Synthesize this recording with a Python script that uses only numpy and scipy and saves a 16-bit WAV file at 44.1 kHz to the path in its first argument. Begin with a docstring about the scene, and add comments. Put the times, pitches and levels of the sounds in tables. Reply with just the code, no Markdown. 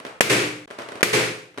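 """Short rubbery creaks as fingers slip on a taut balloon, close up in a small, live room.
Two large balloons are squeezed until they burst, one after the other: each bang is a pressure pulse
and a crack of tearing latex, then the room rings. A limiter clamps on each bang and lets go a tenth
of a second later, so the reverberation swells back up. The level dips briefly between the balloons."""
import sys
import numpy as np
from scipy import signal
from scipy.fft import rfft, irfft
from scipy.io import wavfile
from scipy.ndimage import uniform_filter1d

SR = 44100
rng = np.random.default_rng(int(sys.argv[2]) if len(sys.argv) > 2 else 0)


def generate_wav(signal):
    """Clip the signal to [-1, 1] and save it as 16-bit WAV at the path in sys.argv[1]."""
    frames = np.transpose(np.atleast_2d(signal))
    scaled = np.clip(frames, -1, 1) * 32767
    pcm = np.round(scaled).astype(np.int16)
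    wavfile.write(sys.argv[1], SR, pcm)


N = 70560
T = np.arange(N) / SR
BIN_HZ = np.arange(N // 2 + 1) * SR / N


def from_db(db):
    """Decibels to gain."""
    return 10 ** (np.asarray(db) / 20)


def curve(points):
    """Draws a curve across the spectrum, on a log-frequency axis."""
    hz, values = np.transpose(points)
    return np.interp(np.log(np.maximum(BIN_HZ, 1)), np.log(hz), values)


def fade(t60):
    """Exponential decay, 60 dB down after t60 seconds."""
    return from_db(-60 * T / t60)


def delayed(x, start_s):
    """Places a stereo sound on the timeline."""
    return np.pad(x, ((0, 0), (int(start_s * SR), 0)))[:, :N]


# Stereo width of the room: freq_hz, side_minus_mid_db
ROOM_WIDTH = [(40, 25), (100, -20.5), (350, -9.5), (700, -1), (1300, 1), (2800, -1), (5500, -1),
              (10000, -5.5)]
def noise(colour):
    """Coloured stereo noise with the room's width; rms 1."""
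    mid, side = rfft(rng.standard_normal((2, N))) * from_db(curve(colour))
    x = irfft(mid + side * from_db(curve(ROOM_WIDTH)) * [[1], [-1]], N)
    return x / x.std()


def puff(colour, t60, rise_s):
    """A short burst of coloured noise that rises quickly and dies away."""
    envelope = fade(t60) * (1 - np.exp(-T / rise_s))
    x = noise(colour) * envelope
    return x * np.sqrt(2 * np.sum(envelope ** 2) / np.sum(x ** 2))


# Colour of the quiet room: freq_hz, level_db
ROOM_TONE_COLOUR = [(30, -14), (120, 9), (500, -6), (3000, -8), (15000, -25.5)]
def room_tone():
    """A faint, dark bed of steady noise."""
    return from_db(-65) * noise(ROOM_TONE_COLOUR)


# Decay time of the room: freq_hz, t60_s
ROOM_DECAY = [(100, 0.56), (400, 0.53), (900, 0.55), (2300, 0.53), (5000, 0.49), (9000, .47), (15000, 0.25)]
def reverb(colour, rise_s=0.001):
    """Diffuse room tail: each band dies at its own rate."""
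    spectrum = rfft(noise(colour))
    centres, t60s = np.transpose(ROOM_DECAY)
    bands = [curve(np.c_[centres, row]) for row in np.eye(len(centres))]
    tail = sum(irfft(spectrum * band, N) * fade(t60) for band, t60 in zip(bands, t60s))
    return tail * (1 - np.exp(-T / rise_s))


# Standing waves of the room: pitch_hz, t60_s, first_pop_db, second_pop_db
ROOM_MODES = [(118.2, 0.44, -6.5, -3.5), (131.66, 0.53, -15.5, -15), (167.1, 0.6, -20, -18.5),
              (210, 0.29, -5.5, -6), (300.5, 0.81, -16, -27.5), (355, 0.45, -7, -10.5),
              (395.7, 0.44, -7, -9.5), (428, 0.52, -21, -6.5), (479.3, 0.47, -16, -16.5),
              (517, 0.7, -21, -18.5)]
def room_modes(balloon, build_cycles=21.7, spread_rad=0.19):
    """Standing waves build up and ring out, stirred differently from each balloon's place."""
    ringing = 0
    for hz, t60, *levels_db in ROOM_MODES:
        phase = rng.uniform(0, 2 * np.pi) + spread_rad * rng.standard_normal() * np.array([[1], [-1]])
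        envelope = (1 - np.exp(-T * hz / build_cycles)) * fade(t60)
        ringing += from_db(levels_db[balloon]) * np.sin(2 * np.pi * hz * T + phase) * envelope
    return ringing


def ring(hz, t60, right_lag_s=0.0001):
    """A dying swing of a balloon's air or skin, reaching the right channel just after the left."""
    swing = np.sin(2 * np.pi * hz * T) * fade(t60)
    return np.array([swing, np.interp(T - right_lag_s, T, swing)])


def radiated(x, cutoff_hz=143):
    """A balloon is too small to send out deep bass."""
    return signal.sosfilt(signal.butter(2, cutoff_hz, "high", fs=SR, output="sos"), x + 1e-18)


# Resonances of the taut skin: pitch_hz, t60_s, level_db
SKIN_MODES = [(513, 0.01, -3), (1372, 0.03, -11.5)]
# Body of a slip: freq_hz, level_db
SLIP_COLOUR = [(40, -30.5), (110, -6.5), (250, -3.5), (430, 2), (800, -3), (1100, -2.5), (1480, -5),
               (2300, -8.5), (4000, -16), (6500, -22.5), (9500, -24.5), (12000, -31.5), (15000, -53)]
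# Bright edge of a slip: freq_hz, level_db
TICK_COLOUR = [(300, -9), (1200, 1), (3000, 1), (6000, -12), (10000, -12), (12500, -26), (15500, -38)]
def finger_slip(scatter_octaves=0.21):
    """The rubber lets go with a snap and a tick, knocking the skin at a new pitch each time."""
    detune = 2 ** (scatter_octaves * rng.standard_normal())
    knock = sum(from_db(db) * ring(hz * detune, t60) for hz, t60, db in SKIN_MODES)
    snap = from_db(-6) * puff(SLIP_COLOUR, t60=0.027, rise_s=0.00068)
    tick = from_db(-3) * puff(TICK_COLOUR, t60=0.0038, rise_s=0.0001)
    return knock + snap + tick


# Finger slips on the rubber: start_s, level_db
SLIP_CUES = [(0.001, -26.5), (0.0505, -20.5), (0.066, -24), (0.677, -34.5), (0.704, -29.5), (0.709, -24),
             (0.7845, -30), (0.7877, -20.5), (0.7964, -25.5), (0.803, -28), (0.8192, -25), (0.862, -35),
             (0.8873, -23), (0.920, -23.5), (0.955, -23.5), (0.973, -32), (1.008, -21.5), (1.543, -40.5),
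             (1.576, -22), (1.583, -20)]
# Fine creaking under the grip: start_s, end_s, level_db
GRIP_CUES = [(0.0, 0.05, -38), (0.78, 1.0, -52), (1.55, 1.6, -32)]
def rubbing(creaks_per_s=68):
    """Stick and slip: close slips feed the room, and finer creaks sound through the room alone."""
    direct, room_send = 0, np.zeros(N)
    for start_s, db in SLIP_CUES:
        direct += from_db(db) * delayed(finger_slip(), start_s)
        room_send[int(start_s * SR)] += from_db(db)
    creaks = (rng.random(N) < creaks_per_s / SR) * rng.standard_normal(N)
    for start_s, end_s, db in GRIP_CUES:
        room_send += creaks * from_db(db) * (T > start_s) * (T < end_s)
    room = from_db(-15) * (reverb(SLIP_COLOUR) + from_db(-31) * room_modes(balloon=0))
    return radiated(direct) + signal.fftconvolve(room_send[None], room, axes=1)[:, :N]


# Colour of tearing latex: freq_hz, level_db
CRACK_COLOUR = [(40, -15), (150, -10.5), (450, -0.5), (800, -3.5), (1150, 2), (1700, 3), (2300, 4.5),
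                (3800, -6), (6000, -6), (8600, -4.5), (13000, -14), (16000, -44)]
# Colour of a bang's reverb tail: freq_hz, level_db
TAIL_COLOUR = [(40, -40), (85, -25.5), (120, -9.5), (190, -10), (250, -10.5), (400, -0.5), (560, -10),
               (900, -15), (1600, -11.5), (2300, -6.5), (3100, -13.5), (5500, -17), (9000, -20),
               (12500, -23), (15500, -33)]
# The two bangs: start_s, pulse_db, pulse_hz, crack_db, flutter_db, room_db, left_minus_right_db
POP_CUES = [(0.2070, 28.5, 590, 22.5, 16, 3.5, 1.0), (1.0292, 25, 475, 21, 23.5, 2.5, .5)]
def pop(balloon):
    """The freed air swings, the latex cracks and flutters as it snaps back, and the room answers."""
    start_s, pulse_db, pulse_hz, crack_db, flutter_db, room_db, pan_db = POP_CUES[balloon]
    pulse = from_db(pulse_db) * radiated(ring(pulse_hz, t60=0.0078))
    crack = from_db(crack_db) * puff(CRACK_COLOUR, t60=0.036, rise_s=0.0007)
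    flutter = from_db(flutter_db) * ring(hz=2394, t60=0.006)
    room = from_db(room_db) * (reverb(TAIL_COLOUR) + room_modes(balloon))
    pan = from_db([[pan_db / 2], [-pan_db / 2]])
    return delayed(pulse + crack + flutter + room, start_s) * pan


def scene():
    """Rubbing and two bangs over room tone; the first tail ends at a brief dip in level."""
    dip_start_s, dip_end_s = 0.658, 0.674
    dip = np.where((T > dip_start_s) & (T < dip_end_s), from_db(-25), 1)
    mix = pop(balloon=0) * (T < dip_start_s) + pop(balloon=1) + rubbing() + room_tone()
    return mix * uniform_filter1d(dip, size=64)


THRESHOLD_DB, RELEASE_DB_PER_S, CLAMP_DB = 5, 50.5, -13
DETECTOR_S, LOOKAHEAD_S, GAIN_SMOOTH_S = 0.0087, 0.0043, 0.0052
def limiter(x):
    """Looks ahead, ducks at once and recovers slowly; overload also trips a deeper clamp, twice."""
    power = uniform_filter1d(np.mean(x ** 2, axis=0), int(DETECTOR_S * SR))
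    level_db = 10 * np.log10(np.abs(power) + 1e-12)
    over_db = np.interp(T + LOOKAHEAD_S, T, np.maximum(level_db - THRESHOLD_DB, 0))
    recovery_db = RELEASE_DB_PER_S * T
    gain_db = recovery_db - np.maximum.accumulate(over_db + recovery_db)
    free_s = 0
    for hold_s in (0.099, 0.110):
        trip_s = T[np.argmax((over_db > 0) & (T > free_s))]
        free_s = trip_s + hold_s
        gain_db += CLAMP_DB * (T >= trip_s) * (T < free_s)
    return x * from_db(uniform_filter1d(gain_db, int(GAIN_SMOOTH_S * SR)))


def record(dry):
    """Limits, rounds the peaks, then trims the deep bass and the very top."""
    ceiling, low_cut_hz, high_cut_hz = 1.09, 26, 17000
    rounded = ceiling * np.tanh(limiter(dry) / ceiling)
    trimmed = signal.sosfilt(signal.butter(2, low_cut_hz, "high", fs=SR, output="sos"), rounded)
    return signal.sosfilt(signal.cheby2(12, 60, high_cut_hz, fs=SR, output="sos"), trimmed)


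dry = scene()
out = record(dry)
generate_wav(out)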